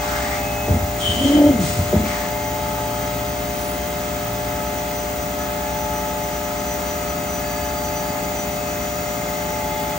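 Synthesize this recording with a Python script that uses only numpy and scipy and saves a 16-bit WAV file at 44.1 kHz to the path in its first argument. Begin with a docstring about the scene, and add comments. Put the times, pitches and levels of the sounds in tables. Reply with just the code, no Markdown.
"""CNC lathe changing tools

Workshop, two microphones close up, looking into the steel enclosure. The lathe idles: pump motors throb,
fans sing, a servo whistles and a high hiss lies over it all. The slide runs back on its ball screw, the
turret unclamps with a thud and a hiss from its valve, whirs round on its gears with a short friction
squeal and clunks into its lock. Then the slide moves in again."""
import sys
import numpy as np
from scipy import signal
from scipy.fft import rfft, irfft, next_fast_len
from scipy.io import wavfile
from scipy.ndimage import uniform_filter1d

SR = 44100
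rng = np.random.default_rng(int(sys.argv[2]) if len(sys.argv) > 2 else 0)


def put_to_file(sound):
    """Save the sound as 16-bit audio at rate SR, in the file named by the first command-line argument."""
    columns = np.atleast_2d(sound).T  # one column per channel
    safe = np.clip(columns, -1, 1)
    whole_steps = np.round(safe * 32767)
    wavfile.write(sys.argv[1], SR, whole_steps.astype(np.int16))


N = 440118
TIME = np.arange(N) / SR
SIZE = next_fast_len(N, True)
BINS = np.fft.rfftfreq(SIZE, 1 / SR)
BEARING_TURN_HZ = 25.5

# noise of the turret's gears and panels: (frequency [Hz], relative level [dB])
TURRET_COLOUR = [(35, -27), (60, -18), (90, 6), (130, -9), (250, -5), (350, -11), (480, -15.5),
                 (600, -14.5), (900, -21), (1500, -57)]


def amp(db):
    """Decibels to gain."""
    return 10 ** (np.asarray(db) / 20)


def unit(x):
    """Scales to rms 1."""
    return x / np.sqrt(np.mean(abs(x) ** 2) + 1e-20)


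def spectrum(points):
    """A table's value at every bin, interpolated over log frequency."""
    hz, value = np.transpose(points)
    return np.interp(np.log(BINS + 1), np.log(hz + 1), value)


def follow(rows, column=1):
    """One column of a timed table at every sample."""
    rows = np.array(rows)
    return np.interp(TIME, rows[:, 0], rows[:, column])


def drift(rate_hz):
    """Random wander of rms 1, mostly slower than rate_hz."""
    t = np.arange(4096) / 400
    rolloff = 1 + (np.fft.rfftfreq(len(t), t[1]) / rate_hz) ** 2
    slow = irfft(rfft(rng.standard_normal(len(t))) / rolloff)
    return np.interp(TIME, t, unit(slow))


def spell(start, length, db, rise_s, fall_s):
    """Gain that rises, holds and dies away."""
    rise = np.clip((TIME - start) / rise_s, 0, 1)
    return amp(db) * rise * np.exp(-np.clip((TIME - start - length) / fall_s, 0, 20))


def spells(rows, rise_s, fall_s):
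    """Gain of a source that sounds once for each row."""
    return sum(spell(*row[:3], rise_s, fall_s) for row in rows)


def swells(rows, rest_db):
    """Gain of bell-shaped swells over a resting level."""
    power = sum(amp(db) ** 2 * np.exp2(-2 * np.minimum((2 * (TIME - centre) / width) ** 2, 20))
                for centre, width, db in rows)
    return np.sqrt(amp(rest_db) ** 2 + power)


def noise(colour, lift_db=0):
    """Coloured noise at the two microphones: alike in the bass, less so in the middle."""
    likeness = [(100, 1), (300, .95), (600, .75), (1000, .4), (1500, .25), (2500, .45), (5200, .35),
                (6300, .65), (7700, .45), (8500, .85), (16000, .9)]  # between the microphones: (frequency [Hz], coherence [0-1])
    balance = [(100, 1.1), (500, 7.5), (1100, 1), (1550, -3.5), (2100, 3), (3000, 0), (5500, 1.5),
               (7300, 2), (8500, -1)]  # (frequency [Hz], left over right [dB])
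    lead = [(100, 0), (500, -.1), (1000, -.4), (1350, -1.9), (1650, -4.2), (2000, -6.2), (2800, -5),
            (4000, -5.9), (7000, -5.3), (9000, -6.5), (11000, -9.4), (12300, -10), (14000, -12.5),
            (15700, -13.6)]  # (frequency [Hz], left phase lead [rad])
    left, other = rfft(rng.standard_normal((2, SIZE)))
    same = spectrum(likeness)
    right = (same * left + np.sqrt(1 - same ** 2) * other) * np.exp(-1j * spectrum(lead))
    lean = amp(spectrum(balance) / 2)
    pair = np.array([left * lean, right / lean]) * amp(spectrum(colour) + lift_db)
    return unit(irfft(pair, SIZE)[:, :N])


def place(phase, lean_db, lead):
    """A sine of rms 1 at the microphones, the left louder by lean_db and ahead by lead radians."""
    left, right = amp([lean_db / 2, -lean_db / 2])
    return np.array([left * np.sin(phase), right * np.sin(phase - lead)]) * 2 / np.hypot(left, right)


def tone(hz, width, lean_db, lead, waver_hz=5):
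    """A tone whose pitch wanders by about width Hz."""
    return place(2 * np.pi * np.cumsum(hz + width * drift(waver_hz)) / SR, lean_db, lead)


def resonance(hz, width_hz):
    """Noise in one narrow resonance at a fixed or moving pitch, stronger on the left."""
    rolloff = 1 + (np.fft.fftfreq(SIZE, 1 / SR) / width_hz) ** 2
    band = np.fft.ifft(np.fft.fft(rng.standard_normal((2, SIZE))) / rolloff)[:, :N]
    left, other = (band * np.exp(2j * np.pi * np.cumsum(np.full(N, hz)) / SR)).real
    return unit(np.array([amp(9.5) * left, 0.26 * left + 2.0 * other]))


def motors(settle_db=8.0, fade_db=4.5):
    """Motors, pumps and fans: the two lowest tones beat in a settling throb, the high ones fade at times."""
    # running tones: (pitch [Hz], level [dB], width [Hz], left over right [dB], left lead [rad])
    tones = [(58.2, -39.3, 0.1, 0.4, -0.1), (67.6, -41.4, 0.1, -0.1, 0.0), (153.8, -45.8, 0.3, 0.8, 0.0),
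             (174.8, -40.8, 0.1, 0.8, -0.2), (198.5, -42.4, 0.1, 1.4, 0.1), (228.5, -47.6, 0.1, 3.6, -0.0),
             (253.4, -43.4, 0.1, 2.5, -0.1), (270.2, -45.0, 0.1, 4.7, 0.4), (287.2, -40.7, 0.1, -1.9, -0.5),
             (342.5, -49.8, 0.1, -3.4, -0.3), (358.8, -49.8, 0.1, 3.4, -0.7),
             (410.0, -38.7, 0.1, -0.8, 0.2), (422.3, -50.3, 0.1, -0.4, 0.1), (511.4, -50.7, 0.1, 5.0, 0.7),
             (595.2, -29.7, 0.1, 5.1, -0.3), (675.6, -49.7, 0.1, 0.0, -0.9), (711.8, -33.8, 0.1, 1.9, -1.2),
             (738.0, -47.2, 0.1, -4.8, -0.7), (1248.8, -44.0, 0.4, 6.0, -1.9),
             (1281.2, -45.0, 0.3, 6.0, -0.2), (1365.2, -46.4, 0.5, -4.9, -2.8), (1372, -49, 0.5, -2, -2),
             (1701.0, -46.5, 0.9, -0.7, 1.6), (1844.3, -54.0, 1.1, 2.6, 0.1),
             (1902.5, -51.5, 1.1, -2.6, 0.7), (2019.1, -47.9, 1.2, 6.0, -0.6),
             (2067.9, -48.9, 1.1, 5.7, -0.2), (2119.3, -49.4, 0.9, 6.0, 0.6),
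             (2461.2, -56.1, 1.3, 0.6, 1.1), (2498.0, -54.6, 1.3, 4.8, 1.3), (2745.3, -55.0, 1.5, 3.3, 1.1),
             (2955, -56.5, 1.5, 2, 1), (2981.2, -55.7, 2.7, 1.8, 0.9), (3151.8, -51.4, 1.5, 4.0, 2.8),
             (3208, -55, 3, 1, 1), (3325, -55, 3, 1, 1), (3403.3, -55, 2.5, -0.7, 1.0),
             (3431.9, -53.9, 1.4, 0.3, 2.0), (3717.3, -57.0, 1.7, 3.7, 0.6),
             (3805.7, -56.8, 1.4, 1.5, -0.1), (4118.4, -56.3, 1.6, -2.2, 0.4), (4804.8, -56, 4, 0.3, -1.2),
             (5510.1, -58.9, 0.9, 5.6, 0.6), (5723.0, -57, 0.1, 4.9, 0.3), (6256.6, -53.5, 0.1, 3.9, 1.4),
             (8223.7, -55.4, 11.6, 0.0, -0.2), (8905.5, -59.3, 3.4, 0.1, -0.1)]
    out = 0
    for hz, db, width, lean_db, lead in tones:
        if hz < 100:
            db += settle_db * (.5 - TIME / TIME[-1])
        if hz > 1000:
            db -= fade_db * drift(3.3) ** 2
        out += amp(db) * tone(hz, width, lean_db, lead)
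    return out


def hum_and_fans(idle_hum_db=-44, waver_db=3.0):
    """Mains hum that grows under load, and two fans that swell and fade."""
    loads = [(.35, 0.9, -36), (1.7, 0.1, -25.5), (2.25, 1.08, -36.5), (4.15, 0.36, -36.5)]  # hum under load: (start [s], length [s], level [dB])
    # each fan's swells: (centre [s], width [s], level [dB])
    low_swells = [(.45, 0.99, -33), (4.34, .3, -41), (5.7, 0.33, -40), (7.25, .3, -42), (8.3, 0.83, -40.5),
                  (9.6, 0.78, -43)]
    high_swells = [(.1, 0.54, -36), (.7, .25, -38), (2.65, 0.95, -30.5), (3.7, 0.49, -39),
                   (4.7, 0.7, -34.5), (5.92, 0.74, -30), (6.65, 0.91, -37), (7.9, 0.88, -33.5),
                   (9.75, 0.63, -29.5)]
    hum = tone(117.2, .2, 1.5, 0)
    low_fan = swells(low_swells, rest_db=-53.5) * tone(811.3, .5, -1.9, .7)
    high_fan = swells(high_swells, rest_db=-43) * tone(862.3, .5, 3.4, .4)
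    idle = amp(idle_hum_db + waver_db * np.tanh(drift(1.3)))
    return np.hypot(spells(loads, rise_s=0.098, fall_s=0.11), idle) * hum + low_fan + high_fan


def servo_whistle(hz=5991, rest_db=-53, sag=.6, pause_s=0.03):
    """A servo holding position sings faintly and flares in spurts; its flutter sags either side of each."""
    flares = [(2.3, .05, -46), (2.46, 0.072, -41), (3.51, .06, -46), (3.62, .09, -45.5), (3.84, .07, -46),
              (4.38, .08, -47), (4.67, .04, -44), (4.79, .06, -42), (5.0, .1, -40.5), (5.21, .06, -45),
              (5.43, .08, -42.5), (5.73, .1, -45), (5.82, .07, -39), (5.98, .07, -40), (6.1, .05, -44),
              (6.25, 0.054, -40), (6.35, .08, -44), (6.46, .045, -42), (6.71, 0.093, -37), (6.9, .08, -39),
              (7.11, .07, -40), (7.34, 0.13, -38), (7.51, .08, -41.5), (7.67, .05, -40), (7.78, .08, -44),
              (7.87, 0.049, -36), (7.98, 0.081, -37.5), (8.25, .035, -42.5), (8.4, 0.091, -35),
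              (8.53, .07, -43), (8.72, 0.065, -41.5), (8.84, .09, -42), (8.94, .08, -45), (9.11, .04, -46),
              (9.53, .08, -43)]  # spurts: (centre [s], width [s], level [dB])
    flutter_levels = [(0, -54), (4, -56.5), (6.5, -51), (9, -53), (9.98, -55)]  # random flutter: (time [s], level [dB])
    spurts = np.zeros(N)
    flutter = amp(follow(flutter_levels)) * abs(drift(6.6))
    for centre, width, db in flares:
        near = abs(TIME - centre) < 2 * width
        away = abs(TIME[near] - centre)
        spurts[near] += amp(db) * np.exp2(-(2 * away / width) ** 2.8)
        flutter[near] *= 1 - sag * np.exp(-((away - width / 2 - pause_s) / pause_s) ** 2)
    throb = 1 + .25 * np.sin(2 * np.pi * BEARING_TURN_HZ * TIME)
    shiver = amp(drift(25))
    return np.hypot(spurts, amp(rest_db) + flutter) * throb * shiver * tone(hz, 3.12, 1.6, 0.79)


def whines(warble_hz=14, throb=0.21, flutter_db=3.5):
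    """A bearing warbles and throbs as it turns, a panel rings and thin whines come and go."""
    # bearing whine and panel ring: (time [s], level [dB])
    bearing_levels = [(0, -46), (2.5, -46), (3.2, -50), (5.5, -47.5), (6.7, -44.5), (9.2, -42), (9.98, -47)]
    panel_levels = [(0, -47), (2.0, -43), (2.4, -50), (3.5, -55), (8.2, -48.5), (8.9, -44), (9.98, -40)]
    # passing whines: (start [s], length [s], level [dB], pitch [Hz], width [Hz], left over right [dB])
    passing = [(-.1, 0.44, -40, 2105, 1.3, 1), (-.1, 0.44, -43, 1190, 3, 0), (-.1, .5, -49, 1900, 1.8, 0),
               (2.197, 0.38, -42, 2115, 5.8, 4), (2.2, 1.8, -54, 4805, 6.5, 0),
               (2.3, 1.6, -51, 3174, 3.5, 8), (2.4, 2, -53.5, 3806, 5.1, 1), (2.605, 0.68, -43, 1283, 4, 4),
               (3.5, 0.22, -46.5, 10000, 23, 0), (4.0, 3.3, -43.5, 1283, 1.85, 10),
               (5.353, 0.33, -45, 1703, 1.6, -2), (5.65, 1.4, -52, 5723, 1.1, 4),
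               (6.55, .13, -47, 6257, 3, 4), (6.3, 3.25, -44, 1241, 5.8, 18),
               (6.45, 3.4, -53, 4650, 8.9, -2), (7.2, 1.8, -48.5, 2565, 4.6, -5),
               (7.3, 0.91, -47, 1703, 1.2, 0), (7.35, 0.76, -47, 4650, 19, -2), (8.6, 1.1, -52, 5723, 1, 4),
               (9.62, .36, -46, 3410, 19, 0)]
    turn = np.sin(2 * np.pi * BEARING_TURN_HZ * TIME)
    bearing = (1 + throb * turn) * tone(6864 + warble_hz * turn, 12.8, 22, 1.0, waver_hz=30.2)
    panel = resonance(2095, width_hz=52)
    out = amp(follow(bearing_levels)) * bearing + amp(follow(panel_levels)) * panel
    for start, length, db, hz, width, lean_db in passing:
        gain = spell(start, length, db, rise_s=0.088, fall_s=0.057)
        flutter = amp(flutter_db * np.tanh(drift(12)))
        out += gain * flutter * tone(hz, width, lean_db, 1.0, waver_hz=30.6)
    return out


def rumble_and_air():
    """Motor rumble, and cooling air that rings the steel enclosure."""
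    # rumble and moving air: (frequency [Hz], relative level [dB])
    rumble_colour = [(20, -30), (40, -9), (50, 0), (85, 3), (110, -4), (180, -1.5), (280, -4.5),
                     (380, -12.5), (800, -57)]
    air_colour = [(150, -4.5), (450, 0.5), (900, 4), (1050, 1), (1330, 3.5), (1430, 2.5), (1560, 1),
                  (1780, -2), (2100, 0.5), (2400, -3.5), (3500, -6.5), (4000, -7.5), (5200, -7.5),
                  (5800, -9), (6700, -4.5), (7300, -10), (7900, -8), (9500, -12), (11000, -43),
                  (16000, -44)]
    enclosure = [(920, 40, 2.5), (1178, 20, 4), (1585, 60, 2.5), (1648, 12, 5.5), (2045, 12, 6),
                 (2535, 9, 7), (2595, 10, 4), (2650, 25, 3), (2917, 14, 5.5), (3300, 12, 4.5),
                 (3383, 12, 6), (4238, 12, 5), (4516, 9, 8.5), (5130, 25, 5), (5490, 15, 8),
                 (6282, 14, 5.5), (6513, 14, 4.5), (6626, 20, 4.5), (7116, 40, 4), (7520, 90, 5),
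                 (7760, 180, -4), (9580, 150, 5), (9965, 40, 8)]  # resonances: (frequency [Hz], width [Hz], lift [dB])
    rumble = amp(-35.5) * noise(rumble_colour)
    ringing_db = sum(db / (1 + (2 * (BINS - hz) / width) ** 2) for hz, width, db in enclosure)
    return rumble + amp(-31.5 + .3 * drift(3)) * noise(air_colour, ringing_db)


def high_hiss(shaft_hz=58.2):
    """A high sizzle that pulses once per turn of the motor shaft."""
    colour = [(8000, -28), (10000, -21), (11300, -22), (12600, -12.5), (14000, -10.5), (14700, -7),
              (14890, -1), (15020, -4), (15300, 0), (15650, 0), (16000, -3), (16500, -60)]  # drive hiss: (frequency [Hz], relative level [dB])
    pulse = 1 + .18 * np.sin(2 * np.pi * shaft_hz * TIME)
    return amp(-35.7 + .45 * drift(30)) * pulse * noise(colour)


def axis_whine(hz=2563, rest_db=-51):
    """The axis motor sings on one pitch, faintly at rest and firmly while it drives."""
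    moves = [(-.1, 0.096, -38), (.35, 0.32, -38.5)]  # motor driving: (start [s], length [s], level [dB])
    gain = np.hypot(amp(rest_db), spells(moves, rise_s=0.095, fall_s=0.036))
    return gain * tone(hz, 5.97, 2.5, 0.55, waver_hz=12)


def slide(rush_db=-1, sing_db=-4):
    """Balls rush along the screw, singing higher the faster the slide travels."""
    moves = [(0, .35, -29.5, 1001, 2165), (2.04, .17, -31, 2363, 1855)]  # travel: (start [s], length [s], level [dB], first pitch [Hz], last pitch [Hz])
    colour = [(300, -27), (800, 3), (1250, 4), (2200, -0.5), (2800, -5), (4000, -5), (8500, -9),
              (11000, -36)]  # rushing balls: (frequency [Hz], relative level [dB])
    hz = follow([point for start, length, _, first, last in moves
                 for point in ((start, first), (start + length, last))])
    rush = amp(rush_db) * noise(colour) + amp(sing_db) * resonance(hz, width_hz=290)
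    grain = amp(drift(90))
    return spells(moves, rise_s=0.033, fall_s=0.084) * grain * rush


def coupling_knocks(rattle_db=-11, rattle_t60=0.19, weight_hz=170):
    """The turret coupling rings the frame and rattles its panels; cushioned blows favour the low modes."""
    blows = [(0.68, -15, 900, -9), (0.695, -6.5, 190, 12), (0.729, -15.5, 200, 2), (.753, -16, 280, -6),
             (0.773, -23, 220, -10), (.803, -21, 120, 2), (0.825, -19, 120, 13), (1.086, -17, 130, 24),
             (1.776, -17, 299, -1), (1.797, -14, 160, 9), (1.928, -6.5, 750, -8), (1.951, -5.5, 230, 6),
             (1.989, -17, 280, -12), (2.023, -19, 300, -20), (2.052, -21, 300, -10)]  # (time [s], level [dB], brightness [Hz], low-mode lift [dB])
    frame_modes = [(69.9, -4.5, 0.64), (91, 5, 0.25), (119, -5, 0.25), (151, -2.5, 0.26), (184, 2.5, 0.18),
                   (210.7, 4.5, 0.25), (239, 3, 0.24), (329, 1.5, 0.076), (368, 3.5, 0.11),
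                   (459, 3.5, 0.12), (506, -14, .1), (600, 6.5, 0.11), (660, -12, 0.097)]  # (frequency [Hz], level [dB], time to fall 60 dB [s])
    out, t = np.zeros((2, N)), np.arange(SR // 2) / SR
    panels = noise(TURRET_COLOUR)
    attack = 1 - np.exp(-t / 0.0004)
    for time, db, bright_hz, weight_db in blows:
        ring = 0
        for k, (hz, mode_db, t60) in enumerate(frame_modes):
            decay = amp(mode_db + weight_db / (1 + (hz / weight_hz) ** 4) - 60 * t / t60)
            cushion = np.hypot(1, (hz / bright_hz) ** 2)
            ring += (-1) ** k * decay / cushion * np.sin(2 * np.pi * hz * t)
        start = round(time * SR)
        span = slice(start, start + len(t))
        rattle = amp(rattle_db - 60 * t / rattle_t60) * panels[:, span]
        out[:, span] += amp(db) * (ring / abs(ring).max() + rattle) * attack
    return out


def clamp_valve(ring_db=-13):
    """Fluid hisses through the clamp valve in puffs, with a thin ring."""
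    puffs = [(0.97, 0.21, -31.5, 0.038, 2), (1.2, 0.11, -32, .06, -3), (1.582, 0.1, -27.5, .06, 1),
             (1.85, 0.27, -40, .03, -4)]  # (start [s], length [s], level [dB], rise [s], tilt [dB/octave])
    colour = [(1500, 6), (3500, 8.5), (6000, 6.5), (8000, 6.5), (10000, 3), (12000, -40), (16000, 4)]  # fluid hiss: (frequency [Hz], relative level [dB])
    ring = amp(ring_db) * resonance(6864, width_hz=70)
    octaves = np.log2(np.maximum(BINS, 1500))
    return sum(spell(start, length, db, rise_s, fall_s=0.17) * (noise(colour, tilt * octaves) + ring)
               for start, length, db, rise_s, tilt in puffs)


def disc_squeal(core_db=-3.5, rasp_db=-2, scrape_db=-5):
    """The turret disc rubs as it turns: a wavering core inside a rasp, and a scrape as it breaks loose."""
    friction = [(.997, -39, 3220), (1.025, -28.5, 3150), (1.06, -24, 3100), (1.11, -22.5, 3070),
                (1.16, -28.5, 3020), (1.215, -28.5, 3100), (1.25, -25.5, 3170), (1.315, -34, 3110),
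                (1.37, -30, 3090), (1.43, -39, 3140), (1.49, -38, 3160), (1.57, -56, 3170)]  # squeal: (time [s], level [dB], pitch [Hz])
    start, end = friction[0][0], friction[-1][0]
    hz = follow(friction, column=2)
    core = amp(core_db) * tone(hz, 64, 1.5, 0.95, waver_hz=120.3)
    scrape = spell(start, 0, scrape_db, rise_s=.01, fall_s=0.17) * resonance(3400, width_hz=200)
    rasp = amp(rasp_db) * resonance(hz, width_hz=150)
    rubbing = (TIME > start) & (TIME < end)
    return rubbing * amp(follow(friction)) * (core + rasp + scrape)


def gear_teeth(order, phase, load, roughness=.13, slack=.42):
    """One multiple of the mesh tone; slack teeth chatter more under light load."""
    chatter = drift(60)
    chatter = unit(chatter - uniform_filter1d(chatter, size=1500))  # quick flutter only
    return (1 + (roughness * order + slack * (1 - load)) * chatter) * place(order * phase, .3, .3)


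def turret_gears(mesh_db=-28, housing_hz=299.4, housing_width_hz=6.4, ring_s=0.0078, shaft_hz=20.43):
    """The gear mesh follows the speed, surges with its shaft, booms in its housing and rattles on braking."""
    speed = [(1.06, 90.1), (1.22, 279.3), (1.28, 281.4), (1.361, 295), (1.499, 293.2), (1.549, 241.7),
             (1.61, 187), (1.665, 141.5), (1.74, 81)]  # run-up, cruise and braking: (time [s], mesh pitch [Hz])
    orders = [(1.152, -19.5), (1.87, -21.5), (2.002, -8.5), (2.8, -30), (3.002, -22)]  # overtones: (pitch [multiple of the mesh], level [dB])
    brake = (1.575, 0.042, -30.5)  # the teeth bear harder: (start [s], length [s], level [dB])
    rattle_colour = [(90, -20), (160, 0), (300, 6), (420, -17), (900, -38)]  # braking teeth: (frequency [Hz], relative level [dB])
    start, end = speed[0][0], speed[-1][0]
    hz = follow(speed)
    phase = 2 * np.pi * np.cumsum(hz * (1 + .009 * drift(65))) / SR
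    shaft = 2 * np.pi * shaft_hz * (TIME - 1.408)  # a surge peaks at 1.408 s

    pole = np.exp(-1 / (ring_s * SR))
    housing = amp(-12) / np.hypot(1, (hz - housing_hz) / housing_width_hz)
    boom = signal.lfilter([1 - pole], [1, -pole], housing)
    turning = spell(start, end - start, 0, rise_s=0.19, fall_s=0.011)
    braking = spell(*brake, rise_s=0.016, fall_s=0.044)
    force = turning * (amp(mesh_db) * hz / housing_hz + boom + braking)
    load = force / force.max()
    bite = np.minimum(load, np.interp(TIME - .035, TIME, load))  # sustained load brings out overtones

    mesh = gear_teeth(1, phase, load) + amp(-9) * place(phase - shaft, .3, .32)
    overtones = sum(amp(db) * bite ** (0.89 * max(order - 1.5, 0)) * gear_teeth(order, phase, load)
                    for order, db in orders)
    surge = 1 + 0.23 * (1 - load) * np.cos(shaft)
    rasp = 1 - 0.46 * np.cos(2 * shaft)
    rattle = amp(-2) * braking * abs(drift(60)) * noise(rattle_colour)
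    rumble = amp(-12) * force.max() * load ** 0.32 * noise(TURRET_COLOUR)
    return force * surge * (mesh + rasp * overtones) + rattle + rumble


def scene():
    """The idling machine and one tool change, close up."""
    idle = motors() + hum_and_fans() + servo_whistle() + whines() + rumble_and_air() + high_hiss()
    return idle + axis_whine() + slide() + clamp_valve() + turret_gears() + disc_squeal() + coupling_knocks()


def record(dry):
    """The recorder's band limits: steep cuts under the bass and at the very top."""
    low_cut_hz, high_cut_hz = 44, 15780
    bass_cut = np.hypot(1, (low_cut_hz / (BINS + 1)) ** 8)
    dry = irfft(rfft(dry, SIZE) / bass_cut, SIZE)[:, :N]
    lowpass = signal.firwin(1023, high_cut_hz, window=("kaiser", 9), fs=SR)
    return signal.oaconvolve(dry, lowpass[None], "same")


dry = scene()
out = record(dry)
put_to_file(out)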